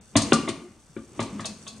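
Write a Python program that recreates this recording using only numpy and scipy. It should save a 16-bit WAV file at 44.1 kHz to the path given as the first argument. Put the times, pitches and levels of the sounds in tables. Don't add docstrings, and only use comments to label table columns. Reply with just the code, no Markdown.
import sys
import numpy as np
from scipy import signal
from scipy.fft import rfft, irfft
from scipy.io import wavfile

SR = 44100
rng = np.random.default_rng(int(sys.argv[2]) if len(sys.argv) > 2 else 0)


def int16_out(signal):
    q = np.round(np.clip(np.atleast_2d(signal).T, -1, 1) * 32767)
    wavfile.write(sys.argv[1], SR, q.astype(np.int16))


N = 79380
T = np.arange(N) / SR
FREQS_HZ = np.arange(N + 1) * SR / (2 * N)

# f/Hz, level per Hz/dB
FLOOR_SPECTRUM = [(25, -15), (65, -3.5), (130, -4.5), (250, -19), (500, -15.5), (1200, -20.5), (2000, -30),
                  (4000, -32), (8000, -33.5), (16000, -18)]
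FLOOR_DB = -52.5

# t/s, judder level/dB, mesh hiss level/dB
STROKE = [(0, -54.5, -59), (0.111, -66, -56), (0.166, -36.5, -67), (.27, -32.5, -45), (.45, -36, -71),
          (.62, -48, -63), (.78, -74.5, -61), (.94, -61.5, -58), (1.052, -61, -58.5), (1.16, -47, -54.5),
          (1.279, -40, -53.5), (1.35, -41.5, -52.5), (1.43, -43.5, -57), (1.5, -41, -53),
          (1.55, -51.5, -53.5), (1.654, -50, -50.5), (1.72, -50, -51.5), (1.8, -49.5, -53.5)]
# f/Hz, level per Hz/dB
JUDDER_SPECTRUM = [(30, -33), (70, -5.5), (110, -4.5), (160, -1.5), (215, 1.5), (340, -7.5), (500, -9),
                   (650, -18.5), (900, -17), (1170, -17), (1600, -26), (2300, -22), (5000, -34)]
JUDDER_ROUGH_DB, JUDDER_RATE_HZ = 1, 57
# f/Hz, level per Hz/dB
MESH_SPECTRUM = [(500, -26), (1300, 6.5), (2500, -5.5), (4000, -2), (5500, 0.5), (9000, 10.5), (15000, -3)]
GRAINS_PER_S, GRAIN_T60_S, GRAIN_SPREAD_DB, GRAIN_SHARE = 450, 0.031, 2, 0.78

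# t/s, thump level/dB, thud f/Hz, thud t60/s, thud level/dB, pot level/dB,
# clack level/dB, rim f/Hz, rim level/dB, edge level/dB, tick level/dB, crack t60/s,
# rattle level re crack/dB, sieve ring level/dB, wall ring level/dB, low clang f/Hz, low clang level/dB,
# high clang f/Hz, high clang level/dB, left over right before the scene's pan/dB
KNOCKS = [ (.1550, -24, 284.8, 0.098, -16.5, -22.5, -25.5, 1830, -33, -31.5, -20.5, 0.03, 25, -34.5, -29, 652, -27.5, 1036, -32, 0.5),
          (.3210, -44, 348, 0.012, -15, -17.5, -24.5, 1378, -24.5, -29, -25, 0.023, -28, -22.5, -33, 777, -30, 2800, -28, 1),
          (0.4758, -51, 345, 0.013, -34, -36, -32.5, 2070, -38.5, -43, -35.5, 0.11, -20, -46, -45, 650, -38.5, 1163, -38.5, 0),
          (0.489, -41, 348.5, 0.029, -30, -37, -48, 1910, -50.5, -39.5, -68, 0.039, -17, -50, -47, 631, -45, 1140, -39, 2),
          (.9650, -46.5, 341, 0.023, -33, -36.5, -55, 1540, -54, -63, -80, 0.087, 13, -51.5, -58.5, 1415, -53, 2323, -57, 2),
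          (1.1920, -33.5, 340, 0.025, -30, -31, -31, 2080, -41.5, -40.5, -41, 0.098, -8, -39.5, -43, 660, -35.5, 910, -37.5, 0.7),
          (1.2150, -45, 229, 0.14, -30, -32, -63, 1960, -64, -47, -42, 0.19, 1, -48.5, -56, 900, -42, 1660, -48, 0),
          (1.3947, -44.5, 347, 0.035, -44.5, -43, -40.5, 1710, -48, -52, -46, 0.15, -8, -60, -50, 1217, -44, 2000, -51.5, 1),
          ]
# f/Hz, level/dB, t60/s
HOB_MODES = [(44, -2.5, 0.26), (109.9, 14, 0.18), (157.6, 7, 0.18)]
POT_MODES = [(225.4, 3, 0.17), (269, -7.5, 0.35), (326.1, -7.5, 0.21), (355, -11, 0.2), (429, -11, 0.13),
             (545.5, -4.5, 0.11), (668, -22.5, 0.25)]
WALL_MODES = [(1667, 1, 0.11), (1873, -0.5, 0.14), (2005, 0, 0.16), (2150, -3.5, 0.13), (2367, -2, 0.17),
              (2450, -7, 0.167), (2794, -6, 0.21), (3054, -5.5, 0.24), (3452, 0.5, 0.11), (3898, -2.5, .14)]
SIEVE_MODES = [(842, -22.5, 0.26), (1095, -8, 0.16), (1162, -1.5, 0.29), (1202, 8.5, 0.18),
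               (1266, -7, 0.11), (1423, 3, 0.1)]
# f/Hz, level per Hz/dB
CLACK_SPECTRUM = [(250, -12), (480, -9), (600, 6.5), (780, -6), (890, 5), (970, -2.5), (1170, 8),
                  (1400, -11), (1580, -12.5), (1900, -15.5), (3000, -59.5)]
EDGE_SPECTRUM = [(1800, -26), (2400, 2.5), (2790, -5.5), (3050, -2.5), (3550, -3.5), (4100, -3.5),
                 (5200, -24)]
TICK_SPECTRUM = [(3000, -7.5), (4300, 3.5), (5200, 0.5), (6500, 2.5), (7800, 1.5), (9000, 7.5),
                 (11000, -5.5), (16000, -12)]
CLACK_WIDTH, EDGE_WIDTH, TICK_WIDTH = 0.19, 0.58, 0.46
THUMP_RISE_S, POT_RISE_S, RING_RISE_S, THUD_RISE_S = 0.01, 0.0055, 0.0044, 0.0033
CONTACT_RISE_S, RATTLE_T60_S = 0.0012, 0.18
TICK_CRACK_T60_S, TICK_RATTLE_DB = 0.093, -17
CLANG_T60_S, CLANG_RISE_S = 0.047, 0.0008
RING_WOBBLE, RING_WOBBLE_HZ = 0.0033, 69.4
SIEVE_LAG_S = 0.011
RIM_STEP = 0.094

# t/s, tap level/dB, tick level/dB, wire ring level/dB
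CLINKS = [ (0.2078, -42, -31, -39), (1.4447, -35, -34, -40.5), (1.6660, -40.5, -45, -44.5), ]
# f/Hz, level/dB, t60/s
WIRE_MODES = [(663.4, 1.5, 0.18), (1110, 4, 0.12), (2600, -4.5, 0.2), (3096, -0.5, 0.14),
              (3445, -3.5, 0.14), (3750, 5, .09), (3810, 3, 0.044), (6500, 7.5, 0.082)]
# f/Hz, level per Hz/dB
WIRE_SPECTRUM = [(250, -12), (620, 3), (800, 2), (1130, -6), (1400, -9), (2250, -19.5), (2600, 5),
                 (3000, -16), (3400, 1.5), (3750, -8), (4150, 2), (5200, -7)]
WIRE_CRACK_T60_S, WIRE_RATTLE_DB = 0.11, 6

# t/s, length/s, f/Hz, level/dB
GROANS = [(.225, 0.1, 230, -36.5), (.615, .07, 351.1, -44), (.67, 0.062, 206, -52.5),
          (1.25, .075, 223.6, -43), (1.318, 0.086, 203.6, -35.5), (1.465, 0.07, 209, -39),
          (1.535, 0.24, 209.4, -52), (1.72, 0.096, 215.4, -45.5)]
GROAN_WOBBLE, GROAN_WOBBLE_HZ = 0.0076, 60

# t/s,
# f/Hz, t60/s, level/dB
BUMPS = [(0.228, 109, 0.11, -37), (0.331, 157, 0.068, -24.5), (0.894, 153, 0.11, -51.5),
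         (1.178, 312, 0.045, -41.5), (1.347, 277, 0.042, -38), (1.424, 220, 0.034, -41)]

# low f/Hz, high f/Hz, t60/s, level before band-pass/dB, side over mid
ROOM = [(61.5, 204, 0.84, -16, 0.069), (177, 456, 0.65, -9, 0.11), (441, 1263, 0.56, -7.5, 0.24),
        (1540, 2860, 0.79, -12, 0.44), (2220, 5200, 0.32, -6.5, 0.4), (3860, 14400, 0.56, -10, 0.72)]
ROOM_RISE_S, LEFT_DB = 0.0046, 1.5

# f/Hz, level/dB
TONE = [(20, -3), (60, -0.5), (1000, -1.5), (4000, 1.5), (6000, 3), (9300, -3), (10200, -13),
        (11200, -15.5), (13500, -24.5), (16000, -36)]
SPLIT_HZ, CROSSOVER_HZ, TREBLE_LAG_S, TOP_HZ = 3930, 120, 0.00998, 16400


def undb(db):
    return 10 ** (np.asarray(db) / 20)


def unit(x):
    return x / np.sqrt(np.mean(x ** 2))


def blow(x, size=1100):
    return x / np.sqrt(np.mean(x[..., :size] ** 2))


def fade(t60_s):
    return np.exp(-np.log(1000) * T / t60_s)


def rise(seconds):
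    return 1 - np.exp(-T / seconds)


def band(x, lo_hz, hi_hz):
    sos = signal.butter(3, [lo_hz, hi_hz], "band", fs=SR, output="sos")
    return signal.sosfilt(sos, x)


def colour(x, points):
    hz, db = np.array(points, float).T
    n = x.shape[-1]
    freqs_hz = np.arange(n + 1) * SR / (2 * n)
    gain = undb(np.interp(np.log(freqs_hz + 1), np.log(hz), db))
    return irfft(rfft(x, 2 * n) * gain)[..., :n]


def stereo(mid, side, width):
    return np.array([mid + width * side, mid - width * side])


def noise(width):
    mid, side = rng.standard_normal((2, N))
    return unit(stereo(mid, side, width))


def wander(rate_hz):
    return np.interp(T * rate_hz, np.arange(1000), rng.standard_normal(1000))


def add(out, x, start_s):
    i = int(start_s * SR)
    out[:, i:] += x[..., :N - i]


def pan(x, left_db):
    return x * undb(np.array([[left_db], [-left_db]]) / 2)


def room_noise():
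    return undb(FLOOR_DB) * unit(colour(noise(0.34), FLOOR_SPECTRUM))


def judder():
    times_s, judder_db, _ = np.array(STROKE).T
    level_db = np.interp(T, times_s, judder_db) + JUDDER_ROUGH_DB * wander(JUDDER_RATE_HZ)
    return unit(colour(noise(0.18), JUDDER_SPECTRUM)) * undb(level_db)


def mesh_hiss():
    times_s, _, hiss_db = np.array(STROKE).T
    is_pop = rng.random(N) < GRAINS_PER_S / SR
    pops = is_pop * undb(GRAIN_SPREAD_DB * np.minimum(rng.exponential(size=N), 4))
    burst = noise(0.87) * fade(GRAIN_T60_S)
    grains = unit(signal.fftconvolve(pops[None], burst, axes=1)[:, :N])
    mesh = GRAIN_SHARE * grains + (1 - GRAIN_SHARE) * noise(1.0)
    return unit(colour(mesh, MESH_SPECTRUM)) * undb(np.interp(T, times_s, hiss_db))


def ring(modes, rise_s, size=32768):
    clock_s = np.cumsum(1 + RING_WOBBLE * wander(RING_WOBBLE_HZ)[:size]) / SR
    tones = np.zeros(size)
    for hz, db, t60_s in modes:
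        phase = 2 * np.pi * hz * clock_s + rng.uniform(0, 2 * np.pi)
        tones += undb(db) * fade(t60_s)[:size] * np.sin(phase)
    return np.pad(blow(rise(rise_s)[:size] * tones), (0, N - size))


def thud(hz, t60_s):
    return blow(np.sin(2 * np.pi * hz * T) * rise(THUD_RISE_S) ** 2 * fade(t60_s))


def clang(hz):
    tone = np.sin(2 * np.pi * hz * T + rng.uniform(0, 2 * np.pi))
    return blow(tone * rise(CLANG_RISE_S) * fade(CLANG_T60_S * min(1, 1000 / hz)))


def resonance(hz):
    shape = [(-3, -35), (-1, -5), (0, 0), (1, -5), (3, -35)]  # steps, dB
    return [(hz * (1 + RIM_STEP) ** k, db) for k, db in shape]


def contact(spectrum, crack_t60_s, rattle_db, width, size=16384):
    envelope = rise(CONTACT_RISE_S) * (fade(crack_t60_s) + undb(rattle_db) * fade(RATTLE_T60_S))
    mid, side = colour(rng.standard_normal((2, size)), spectrum)
    burst = stereo(mid, side, width) * envelope[:size]
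    return np.pad(blow(burst), ((0, 0), (0, N - size)))


def tick():
    return contact(TICK_SPECTRUM, TICK_CRACK_T60_S, TICK_RATTLE_DB, TICK_WIDTH)


def knocks():
    out = np.zeros((2, N))
    for (start_s, thump_db, thud_hz, thud_t60_s, thud_db, pot_db, clack_db, rim_hz, rim_db, edge_db,
         tick_db, crack_t60_s, rattle_db, sieve_db, wall_db, low_hz, low_db, high_hz, high_db,
         left_db) in KNOCKS:
        body = undb(thump_db) * ring(HOB_MODES, THUMP_RISE_S)
        body += undb(thud_db) * thud(thud_hz, thud_t60_s)
        body += undb(pot_db) * ring(POT_MODES, POT_RISE_S)
        wall = undb(wall_db) * ring(WALL_MODES, CLANG_RISE_S)
        wall += undb(low_db) * clang(low_hz) + undb(high_db) * clang(high_hz)
        crack = undb(clack_db) * contact(CLACK_SPECTRUM, crack_t60_s, rattle_db, CLACK_WIDTH)
        crack += undb(rim_db) * contact(resonance(rim_hz), crack_t60_s, rattle_db, CLACK_WIDTH)
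        crack += undb(edge_db) * contact(EDGE_SPECTRUM, crack_t60_s, rattle_db, EDGE_WIDTH)
        crack += undb(tick_db) * tick()
        sieve = undb(sieve_db) * ring(SIEVE_MODES, RING_RISE_S)
        add(out, pan(body + wall + crack, left_db), start_s)
        add(out, pan(sieve, left_db), start_s + SIEVE_LAG_S)
    return out


def clinks():
    out = np.zeros((2, N))
    for start_s, tap_db, tick_db, ring_db in CLINKS:
        tap = undb(tap_db) * contact(WIRE_SPECTRUM, WIRE_CRACK_T60_S, WIRE_RATTLE_DB, EDGE_WIDTH)
        wire = undb(ring_db) * ring(WIRE_MODES, CONTACT_RISE_S)
        add(out, tap + undb(tick_db) * tick() + wire, start_s)
    return out


def groans():
    out = np.zeros((2, N))
    for start_s, length_s, hz, db in GROANS:
        pitch_hz = hz * (1 + GROAN_WOBBLE * wander(GROAN_WOBBLE_HZ))
        phase = 2 * np.pi * np.cumsum(pitch_hz) / SR
        swell = np.sqrt(np.maximum(np.sin(np.pi * np.minimum(T / length_s, 1)), 0))
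        tone = unit(np.sin(phase) + 0.1 * np.sin(2 * phase))
        add(out, undb(db) * swell * tone, start_s)
    return out


def bumps():
    out = np.zeros((2, N))
    for start_s, hz, t60_s, db in BUMPS:
        add(out, undb(db) * thud(hz, t60_s), start_s)
    return out


def kitchen(x):
    response = np.zeros((2, N))
    for lo_hz, hi_hz, t60_s, db, width in ROOM:
        tail = rise(ROOM_RISE_S) ** 2 * fade(t60_s)
        reflections = band(noise(width) * tail, lo_hz, hi_hz)
        response += undb(db) * reflections / np.sqrt(np.sum(tail ** 2))
    return x + signal.fftconvolve(x.mean(axis=0)[None], response, axes=1)[:, :N]


def scene():
    scrape = judder() + mesh_hiss() + groans()
    impacts = kitchen(knocks() + clinks() + bumps())
    return pan(room_noise() + scrape + impacts, LEFT_DB)


def record(dry):
    treble = 0.5 + 0.5 * np.tanh((FREQS_HZ - SPLIT_HZ) / CROSSOVER_HZ)
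    lag = 1 - treble + treble * np.exp(-2j * np.pi * FREQS_HZ * TREBLE_LAG_S)
    late = irfft(rfft(colour(dry, TONE), 2 * N) * lag)[:, :N]
    low_pass = signal.ellip(8, 0.2, 70, TOP_HZ, fs=SR, output="sos")
    return signal.sosfilt(low_pass, np.clip(late, -1, 1))


dry = scene()
out = record(dry)
int16_out(out)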